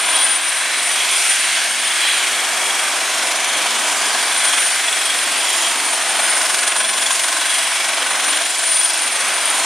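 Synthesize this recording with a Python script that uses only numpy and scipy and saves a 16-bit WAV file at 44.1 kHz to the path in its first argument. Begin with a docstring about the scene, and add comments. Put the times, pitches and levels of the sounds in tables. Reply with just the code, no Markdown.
"""Helicopter idling on a ship's deck.

A large twin-turbine machine, some way off. The exhausts roar, each main blade sweeps past
with a swish or a slap, and the rotors drone below. Air sings over the rotor; gears hum.
The compressors whine through gusty air; passing blades throw the whine back in raised chirps."""
import sys
import numpy as np
from scipy import signal
from scipy.fft import rfft, irfft, next_fast_len
from scipy.io import wavfile
from scipy.ndimage import uniform_filter1d, map_coordinates

SR = 44100
rng = np.random.default_rng(int(sys.argv[2]) if len(sys.argv) > 2 else 0)


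def store_wav(level_fs):
    """Save 16-bit WAV to argv[1]."""
    pcm = np.round(np.clip(np.atleast_2d(level_fs), -1, 1) * 32767)
    wavfile.write(sys.argv[1], SR, pcm.T.astype(np.int16))


N = 425565
TIME_S = np.arange(N) / SR
BLADE_HZ, TAIL_HZ = 22.925, 88.5  # blade-pass rates: main rotor, tail rotor

# low roar, exhaust jets, turbine hiss: freq_hz, density_db
ROAR_SPECTRUM = [(130, -64), (190, -44), (300, -15.5), (470, -12.5), (570, -8.5), (680, -0.5), (830, -1.8),
                 (1080, -1), (1300, -1.5), (1700, -15.5), (3000, -69.5)]
JET_SPECTRUM = [(700, -59), (1250, -11.5), (1530, -0.5), (1830, -2), (2250, 0), (2950, -2.5), (3400, -2.5),
                (3750, -7.5), (4500, -12), (7000, -42)]
HISS_SPECTRUM = [(2000, -43), (3700, -3.5), (4600, -1.5), (5800, 0), (7200, -0.9), (8500, 0.3), (9300, 2),
                 (9900, -3), (11000, -7), (12500, -15), (14300, -23.5), (15500, -50)]
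# envelope of low roar and rotor drone: time_s, level_db
LOW_ENVELOPE = [(0.0, -27.5), (0.2, -27.5), (0.45, -32.5), (1.07, -29.5), (1.42, -32), (1.8, -31.5),
                (2.55, -27.5), (3.3, -26.5), (4.15, -25.5), (4.75, -31), (5.4, -27.5), (6.1, -28),
                (6.2, -26), (6.35, -26.5), (7.0, -28.5), (7.68, -31.5), (8.03, -27), (8.4, -29),
                (8.72, -32), (9.2, -28.5), (9.65, -26)]
# part of the rush's power that comes in swishes: time_s, body_share, treble_share
SWISH_SHARE = [(0.0, .22, 0.2), (0.65, 0.16, .12), (1.0, .07, .15), (1.5, 0.11, 0.04), (2.25, 0.06, 0.15),
               (2.75, .12, .18), (3.05, .16, .12), (3.33, 0.22, .4), (3.75, .04, 0.26), (4.2, 0.22, 0.1),
               (4.52, 0.3, 0.3), (4.75, .16, .08), (5.05, .26, .26), (5.4, 0.16, .15), (6.25, 0.2, .16),
               (6.55, 0.45, 0.45), (7.25, .52, .45), (7.55, .22, .3), (7.85, 0.33, .19), (8.35, 0.34, 0.36),
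               (8.7, 0.23, 0.2), (9.1, .1, 0.3), (9.45, .08, .1), (9.65, .15, .3)]
# early and late drift of the swishes: time_s, lag_periods
SWISH_DRIFT = [(0.0, .04), (2.8, .08), (3.35, .02), (4.0, .04), (5.0, .04), (5.25, -.04), (5.6, .04),
               (6.3, .06), (6.65, .115), (7.1, .025), (7.5, .01), (7.9, -.08), (8.2, -.01), (8.4, -.03),
               (9.05, .13), (9.65, .03)]
# compressor blade tones: time_s, first_engine_hz, second_engine_hz
COMPRESSOR_PITCH = [(0.0, 9276, 8834), (0.7, 9278, 8812), (1.2, 9272, 8814), (2.4, 9287, 8813),
                    (3.6, 9266, 8828), (6.0, 9273, 8830), (6.8, 9248, 8824), (7.8, 9238, 8824),
                    (8.8, 9254, 8826), (9.6, 9265, 8823)]


def amp(db):
    """Decibels to gain."""
    return 10 ** (np.asarray(db) / 20)


def unit(x):
    """Scale to rms 1."""
    return x / np.sqrt(np.mean(x ** 2) + 1e-20)


def along(points, hz):
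    """Interpolate (freq_hz, value) points on a log axis."""
    freq_hz, values = np.transpose(points)
    return np.interp(np.log(hz + 1), np.log(freq_hz + 1), values)


def curves(rows):
    """One per-sample curve for each column after time_s."""
    time_s, *columns = np.transpose(rows)
    return [np.interp(TIME_S, time_s, column) for column in columns]


def bell(peak_s, length_s):
    """Bell of height 1, length_s wide at half height."""
    return np.exp2(-np.minimum((2 * (TIME_S - peak_s) / length_s) ** 2, 40))


def swells(rows):
    """Bell-shaped rise in dB per (peak_s, length_s, lift_db) row."""
    return sum(lift_db * bell(peak_s, length_s) for peak_s, length_s, lift_db in rows)


def bursts(rows, length_s):
    """Bell-shaped gain per (peak_s, level_db) row."""
    return sum(amp(level_db) * bell(peak_s, length_s) for peak_s, level_db in rows)


def wobble(rate_hz):
    """Smooth random curve, rate_hz knots a second."""
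    knots = rng.standard_normal(int(N * rate_hz / SR) + 4)
    steps = np.linspace(0, len(knots) - 1, 10 * len(knots))
    return np.interp(TIME_S * rate_hz, steps, map_coordinates(knots, [steps], mode="mirror"))


def filtered(x, response):
    """Apply the gain response(hz)."""
    size = next_fast_len(N + SR // 4)
    return irfft(rfft(x, size) * response(np.fft.rfftfreq(size, 1 / SR)), size)[..., :N]


def rush(spectrum, patchy_db):
    """Stereo noise of rms 1; turbulence lifts and sinks patches of its spectrum."""
    # left-right likeness: freq_hz, correlation
    likeness = [(70, 0.9), (200, .99999), (900, 1), (1400, 1), (2000, 1), (4000, 0.932), (8000, 0.63),
                (12000, 0.5)]

    def mid_side_gains(hz):
        angle = np.arccos(np.clip(along(likeness, hz), -1, 1)) / 2
        return amp(along(spectrum, hz)) * [np.cos(angle), np.sin(angle)]

    bins = signal.stft(rng.standard_normal((2, N)), nperseg=1024)[2]
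    patches = uniform_filter1d(rng.standard_normal(bins.shape[1:]), size=5, axis=0)
    patches = uniform_filter1d(patches, size=24, axis=1)
    pair = signal.istft(bins * amp(patchy_db * unit(patches)), nperseg=1024)[1][:, :N]
    mid, side = filtered(pair, mid_side_gains)
    return unit(np.array([mid + side, mid - side]))


def tone(hz, scatter, rate_hz):
    """Tone of rms 1: a direct part plus a part scattered by moving air."""
    phase = 2 * np.pi * np.cumsum(hz + np.zeros(N)) / SR
    in_phase = (1 + scatter * wobble(rate_hz)) * np.cos(phase)
    quadrature = scatter * wobble(rate_hz) * np.sin(phase)
    return unit(in_phase + quadrature)


def blade_pass(lag_periods, width_periods):
    """One bump per main blade, mean 1."""
    phase = 2 * np.pi * (BLADE_HZ * TIME_S - lag_periods)
    bump = np.exp((np.cos(phase) - 1) / (2 * np.pi * width_periods) ** 2)
    return bump / bump.mean()


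def chop(share, lag_periods, width_periods):
    """Power of the blade strokes: crisp slap, softer wake, no two equal."""
    wake_share = 0.31
    slap = (1 - wake_share) * blade_pass(lag_periods, width_periods)
    wake = wake_share * blade_pass(lag_periods + 0.09, width_periods=0.18)
    return share * (slap + wake) * amp(0.76 * wobble(BLADE_HZ)) ** 2


def exhaust_and_swish(gust_db):
    """Broad engine rush; part of its power comes in one swish per main blade."""
    # exhaust jets and turbine hiss between gusts: time_s, level_db
    jet_envelope = [(0.0, -23), (0.26, -21.5), (0.5, -24.5), (0.7, -24.2), (0.95, -22.8), (1.1, -23),
                    (1.58, -21), (1.73, -24.5), (1.85, -20.5), (1.95, -21.5), (2.09, -20), (2.2, -22),
                    (2.45, -23.5), (3.2, -23), (3.37, -23), (3.55, -23.2), (3.66, -21.7), (3.85, -23.3),
                    (4.4, -21.8), (4.85, -22.7), (5.95, -24), (6.27, -22), (6.5, -23.5), (7.1, -23.5),
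                    (7.7, -23.5), (8.0, -23), (8.17, -24), (8.33, -22.3), (8.52, -25.3), (8.85, -25.5),
                    (9.3, -23.5), (9.5, -22.5), (9.65, -24)]
    hiss_envelope = [(0.0, -24), (0.16, -23.2), (0.45, -26), (0.7, -24), (1.05, -22), (1.19, -20.5),
                     (1.4, -22), (1.78, -23.5), (2.1, -22.5), (3.3, -23), (3.9, -22), (4.5, -21.5),
                     (4.85, -22.8), (5.15, -21.5), (5.4, -22.5), (5.62, -21.5), (6.05, -23.3), (6.38, -21),
                     (6.7, -23.5), (7.25, -21.8), (8.05, -24), (8.5, -23.5), (8.78, -23.5), (9.22, -24),
                     (9.65, -22)]
    # blade swish: freq_hz, density_db
    swish_spectrum = [(200, -45), (480, -16.5), (670, -2.5), (870, -7.5), (1060, -1), (1300, -8),
                      (1550, 0.5), (1850, -5), (2300, -3.5), (2900, -3.5), (3400, -3.5), (4400, -12),
                      (7000, -40)]
    jet_db = curves(jet_envelope)[0] + 0.023 * gust_db
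    hiss_db = curves(hiss_envelope)[0] + 0.11 * gust_db
    share, treble_share = np.clip(curves(SWISH_SHARE), 0, 0.8)
    lag_periods, = curves(SWISH_DRIFT)
    flutter = amp(0.22 * wobble(9))
    roar = amp(curves(LOW_ENVELOPE)[0] + 0.3) * rush(ROAR_SPECTRUM, patchy_db=1.1)
    jet = amp(jet_db + 1.53 + 0.26 * wobble(9.3)) * rush(JET_SPECTRUM, patchy_db=1.15)
    hiss = amp(hiss_db + 0.27 + 0.29 * wobble(7.2)) * rush(HISS_SPECTRUM, patchy_db=1.76)
    body_power = chop(share, lag_periods, width_periods=0.086)
    swish = amp(jet_db + 1.87) * np.sqrt(body_power) * rush(swish_spectrum, patchy_db=1)
    treble_power = 1 - treble_share + chop(treble_share, lag_periods + 0.025, width_periods=0.087)
    return flutter * (np.sqrt(1 - share) * (roar + jet) + swish + np.sqrt(treble_power) * hiss)


def rotor_drone(blade_hz, gain_db, half_width_hz):
    """Blade-rate harmonics, each blurred by the wind to a narrow, wavering line."""
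    # outline of the harmonics: freq_hz, level_db
    outline = [(100, -90), (155, -28), (183, -12.5), (228, -4), (320, 1), (390, -1), (460, -5), (640, 3),
               (800, -2), (1200, -71.5)]

    def harmonics(hz):
        offset_hz = (hz + blade_hz / 2) % blade_hz - blade_hz / 2
        return amp(along(outline, hz)) / (1 + (offset_hz / half_width_hz) ** 2)

    return amp(curves(LOW_ENVELOPE)[0] + gain_db) * unit(filtered(rng.standard_normal(N), harmonics))


def compressors(gust_db):
    """Two engines whine at slightly different speeds, swelling in gusts; rotor wash frays the first."""
    # whine between gusts: time_s, first_engine_db, second_engine_db
    envelopes = [(0.0, -29, -40), (0.7, -31, -38), (1.5, -28.5, -33.5), (2.2, -29, -34), (3.0, -36, -34),
                 (3.6, -31.5, -39), (4.2, -29.5, -41), (7.0, -26.9, -41.5), (8.0, -28.2, -44),
                 (9.65, -29, -38)]
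    # whine scattered by turbulence: freq_hz, density_db
    halo_spectrum = [(8300, -41.5), (8900, -6), (9150, -5), (9265, 3.5), (9400, -7), (9650, -19),
                     (10200, -46)]
    first_db, second_db = curves(envelopes)
    first_hz, second_hz = curves(COMPRESSOR_PITCH)
    first_hz += 5 * wobble(20)
    direct = 0.86 * tone(first_hz, scatter=0.42, rate_hz=55)
    frayed = 0.45 * np.array([tone(first_hz, scatter=4.2, rate_hz=130) for _ in range(2)])
    halo = amp(-8) * rush(halo_spectrum, patchy_db=1)
    first = amp(first_db + gust_db + 1.55 * wobble(28)) * (direct + frayed + halo)
    second_gain = amp(second_db + 0.7 * gust_db + 2 * wobble(13))
    second = second_gain * tone(second_hz + 4 * wobble(8), scatter=0.56, rate_hz=50)
    return (first + second) * amp([[1.2], [-1.2]])  # slightly left


def machinery():
    """Thin tones of gear meshes, most with one slow swell, and of further turbine stages."""
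    # gear meshes: pitch_hz, level_db, peak_s, length_s, lift_db
    meshes = [(979, -46, 4.2, 1.6, 2), (1073, -47.5, 6.9, 1.0, 5), (1910, -43, 2.4, 1.2, 4),
              (2195, -42.5, 1.6, 1.5, 8), (2313, -43, 8.0, 2.5, 0)]
    # turbine stages: pitch_hz, level_db
    stages = [(7490, -45), (7880, -44.5)]
    gears = sum(amp(db + lift_db * bell(peak_s, length_s)) * tone(hz, scatter=0.58, rate_hz=7)
                for hz, db, peak_s, length_s, lift_db in meshes)
    turbine = sum(amp(db) * tone(hz + 10 * wobble(2), scatter=0.99, rate_hz=35) for hz, db in stages)
    return gears + turbine


def wind(gust_db):
    """Faint, lumpy buffeting at the microphone, rising with each gust."""
    # wind rumble: freq_hz, density_db
    spectrum = [(15, -7), (60, -4), (110, -5), (160, 7), (300, -32)]
    return amp(-91 + gust_db + 6.4 * wobble(10)) * rush(spectrum, patchy_db=0)


def blade_glints():
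    """An advancing blade briefly mirrors the whine, raised by its speed and falling as it turns."""
    # runs of louder glints: peak_s, length_s, lift_db
    runs = [(0.05, 0.57, 8), (1.25, .3, 6), (4.45, 0.62, 13), (5.05, .3, 6), (5.52, .45, 15), (6.9, 1.0, 6),
            (8.9, 0.56, 17), (9.65, 0.53, 19.5)]
    lag_periods, doppler_hz, fall_hz_per_period = 0.836, 160, 500
    since_periods = (BLADE_HZ * TIME_S - lag_periods + 0.5) % 1 - 0.5
    shift_hz = doppler_hz + 45 * wobble(12) - fall_hz_per_period * since_periods
    pitch_hz = curves(COMPRESSOR_PITCH)[0] + shift_hz
    flash = np.sqrt(blade_pass(lag_periods, width_periods=0.038)) * amp(2.1 * wobble(BLADE_HZ))
    return amp(-45.5 + swells(runs)) * flash * tone(pitch_hz, scatter=1.4, rate_hz=300)


def blade_whistle():
    """Air sings over the rotor in two bands, the lower with a wandering core; passing blades ping."""
    # singing bands: freq_hz, density_db
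    lower_spectrum = [(2600, -59), (3020, -10), (3160, 1.5), (3400, 1.5), (3650, -28), (4200, -55.5)]
    upper_spectrum = [(3450, -50), (3790, -5), (4000, 5), (4230, -10), (4800, -48)]
    # flares of the singing: peak_s, length_s, lower_lift_db, upper_lift_db
    flares = [(0.21, 0.2, 13.5, 14.5), (0.748, 0.094, 5, 13), (1.0, .15, 9.5, 4), (1.154, 0.071, 12, 5),
              (1.472, 0.26, 5, 4), (1.88, .12, 7, 2), (2.088, 0.18, 13, 10), (2.68, .35, 5, -1),
              (3.55, .14, 7.5, 2), (4.47, 0.13, 12, 9), (4.629, 0.12, 5, 3), (5.06, 0.16, 7, 5),
              (5.51, 0.1, 11, 7), (5.655, 0.11, 12.5, 4.5), (7.55, 0.31, 7, 5), (8.34, 0.195, 2.5, 6)]
    # pitch of core and pings: time_s, pitch_hz
    core_pitch = [(0.2, 3330), (1.0, 3320), (1.5, 3400), (2.1, 3280), (3.55, 3265), (4.6, 3370),
                  (4.93, 3370), (5.1, 3265), (5.65, 3210), (6.85, 3420), (7.15, 3400), (7.6, 3310),
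                  (9.65, 3350)]
    # runs of louder pings: peak_s, length_s, lift_db
    ping_runs = [(0.15, .35, 7), (2.68, 0.41, 10.5), (5.05, .2, 16), (7.1, .45, 10), (7.58, 0.3, 9),
                 (8.8, .3, 9)]
    # loudest single pings: peak_s, level_db
    loud_pings = [(2.398, -25), (2.706, -20.5), (4.579, -20), (4.887, -22), (4.932, -21.5), (5.105, -18),
                  (5.646, -23), (6.849, -22), (6.891, -24), (7.068, -22), (7.112, -22.5), (7.503, -24)]
    peak_s, length_s, lower_lift_db, upper_lift_db = np.transpose(flares)
    lower_db = swells(zip(peak_s, length_s, lower_lift_db))
    upper_db = swells(zip(peak_s, length_s, upper_lift_db))
    pitch_hz, = curves(core_pitch)
    lower = amp(-38 + lower_db) * rush(lower_spectrum, patchy_db=1.5)
    core = amp(-43 + lower_db) * tone(pitch_hz + 30 * wobble(14), scatter=2.7, rate_hz=210)
    upper = amp(-39.5 + upper_db) * rush(upper_spectrum, patchy_db=2)
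    gate = np.sqrt(blade_pass(lag_periods=0.04, width_periods=0.08)) * amp(2.1 * wobble(BLADE_HZ))
    ping_gain = np.hypot(amp(-42.5 + swells(ping_runs)) * gate, bursts(loud_pings, length_s=0.013))
    pings = ping_gain * tone(pitch_hz + 25 * wobble(15), scatter=0.55, rate_hz=220)
    return lower + core + upper + pings


def hollow_tones():
    """Narrow resonances rise out of the roar and sink back, pulsing with the blades."""
    # resonances: peak_s, length_s, pitch_hz, width_hz, level_db
    resonances = [(0.17, .3, 1070, 110, -36.5), (2.7, 0.28, 2250, 94, -34), (4.25, 0.54, 1570, 220, -31),
                  (6.38, 0.53, 1470, 75, -32.5), (7.74, 1.5, 1510, 65, -35), (6.85, 1, 1665, 80, -36.5),
                  (7.0, .8, 1055, 90, -34.5), (8.1, 0.43, 1070, 125, -36), (7.4, 2.4, 665, 60, -39)]
    share = np.clip(1.4 * curves(SWISH_SHARE)[0], 0, 0.8)
    pulse = np.sqrt(1 - share + chop(share, curves(SWISH_DRIFT)[0], width_periods=0.11))
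    return pulse * sum(amp(db) * bell(peak_s, length_s) ** 0.5 * tone(hz, scatter=3.4, rate_hz=width_hz)
                       for peak_s, length_s, hz, width_hz, db in resonances)


def hard_slaps():
    """A blade cuts the wake of the one before and slaps harder: dull, full or crisp."""
    # hardest slaps: peak_s, thump_db, body_db, crack_db
    slaps = [(4.156, -24, -32, -40), (6.198, -20, -28, -40), (6.549, -33, -24, -28), (6.679, -28, -28, -21),
             (6.764, -25, -33, -38), (7.065, -36, -33, -25), (7.110, -38, -33, -22), (8.024, -22, -31, -40),
             (8.288, -34, -21, -26), (8.332, -34, -21, -33)]
    peak_s, *levels_db = np.transpose(slaps)
    return sum(bursts(zip(peak_s, band_db), length_s=0.014) * rush(spectrum, patchy_db=1.5)
               for band_db, spectrum in zip(levels_db, (ROAR_SPECTRUM, JET_SPECTRUM, HISS_SPECTRUM)))


def scene():
    """The whole helicopter through gusty air."""
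    # gusts that carry the treble over: peak_s, length_s, whine_lift_db
    gusts = [(0.16, 0.38, 9.5), (0.5, 0.14, 8.5), (0.91, 0.2, 9), (1.17, 0.12, 6.5), (1.32, 0.14, 8.5),
             (2.02, 0.14, 1.5), (4.46, 0.1, 8.5), (4.65, 0.13, 9.5), (5.65, 0.1, 4), (5.9, 0.14, 4),
             (6.3, 0.217, 7), (6.59, 0.055, 4), (6.80, 0.065, 7.5), (7.1, 0.26, 2.5), (7.57, 0.14, 8),
             (8.33, .16, 5), (8.78, 0.23, 11.5), (9.0, 0.15, 2), (9.5, 0.15, 5)]
    gust_db = swells(gusts)
    main_rotor = rotor_drone(BLADE_HZ, gain_db=-11, half_width_hz=2.7)
    tail_rotor = rotor_drone(TAIL_HZ, gain_db=-22, half_width_hz=2.6)
    turbines = compressors(gust_db) + blade_glints() + machinery()
    airflow = exhaust_and_swish(gust_db) + hard_slaps() + hollow_tones() + blade_whistle()
    return airflow + main_rotor + tail_rotor + turbines + wind(gust_db)


def record(dry):
    """Brick-wall low-pass."""
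    return filtered(dry, lambda hz: hz < 15700)


dry = scene()
out = record(dry)
store_wav(out)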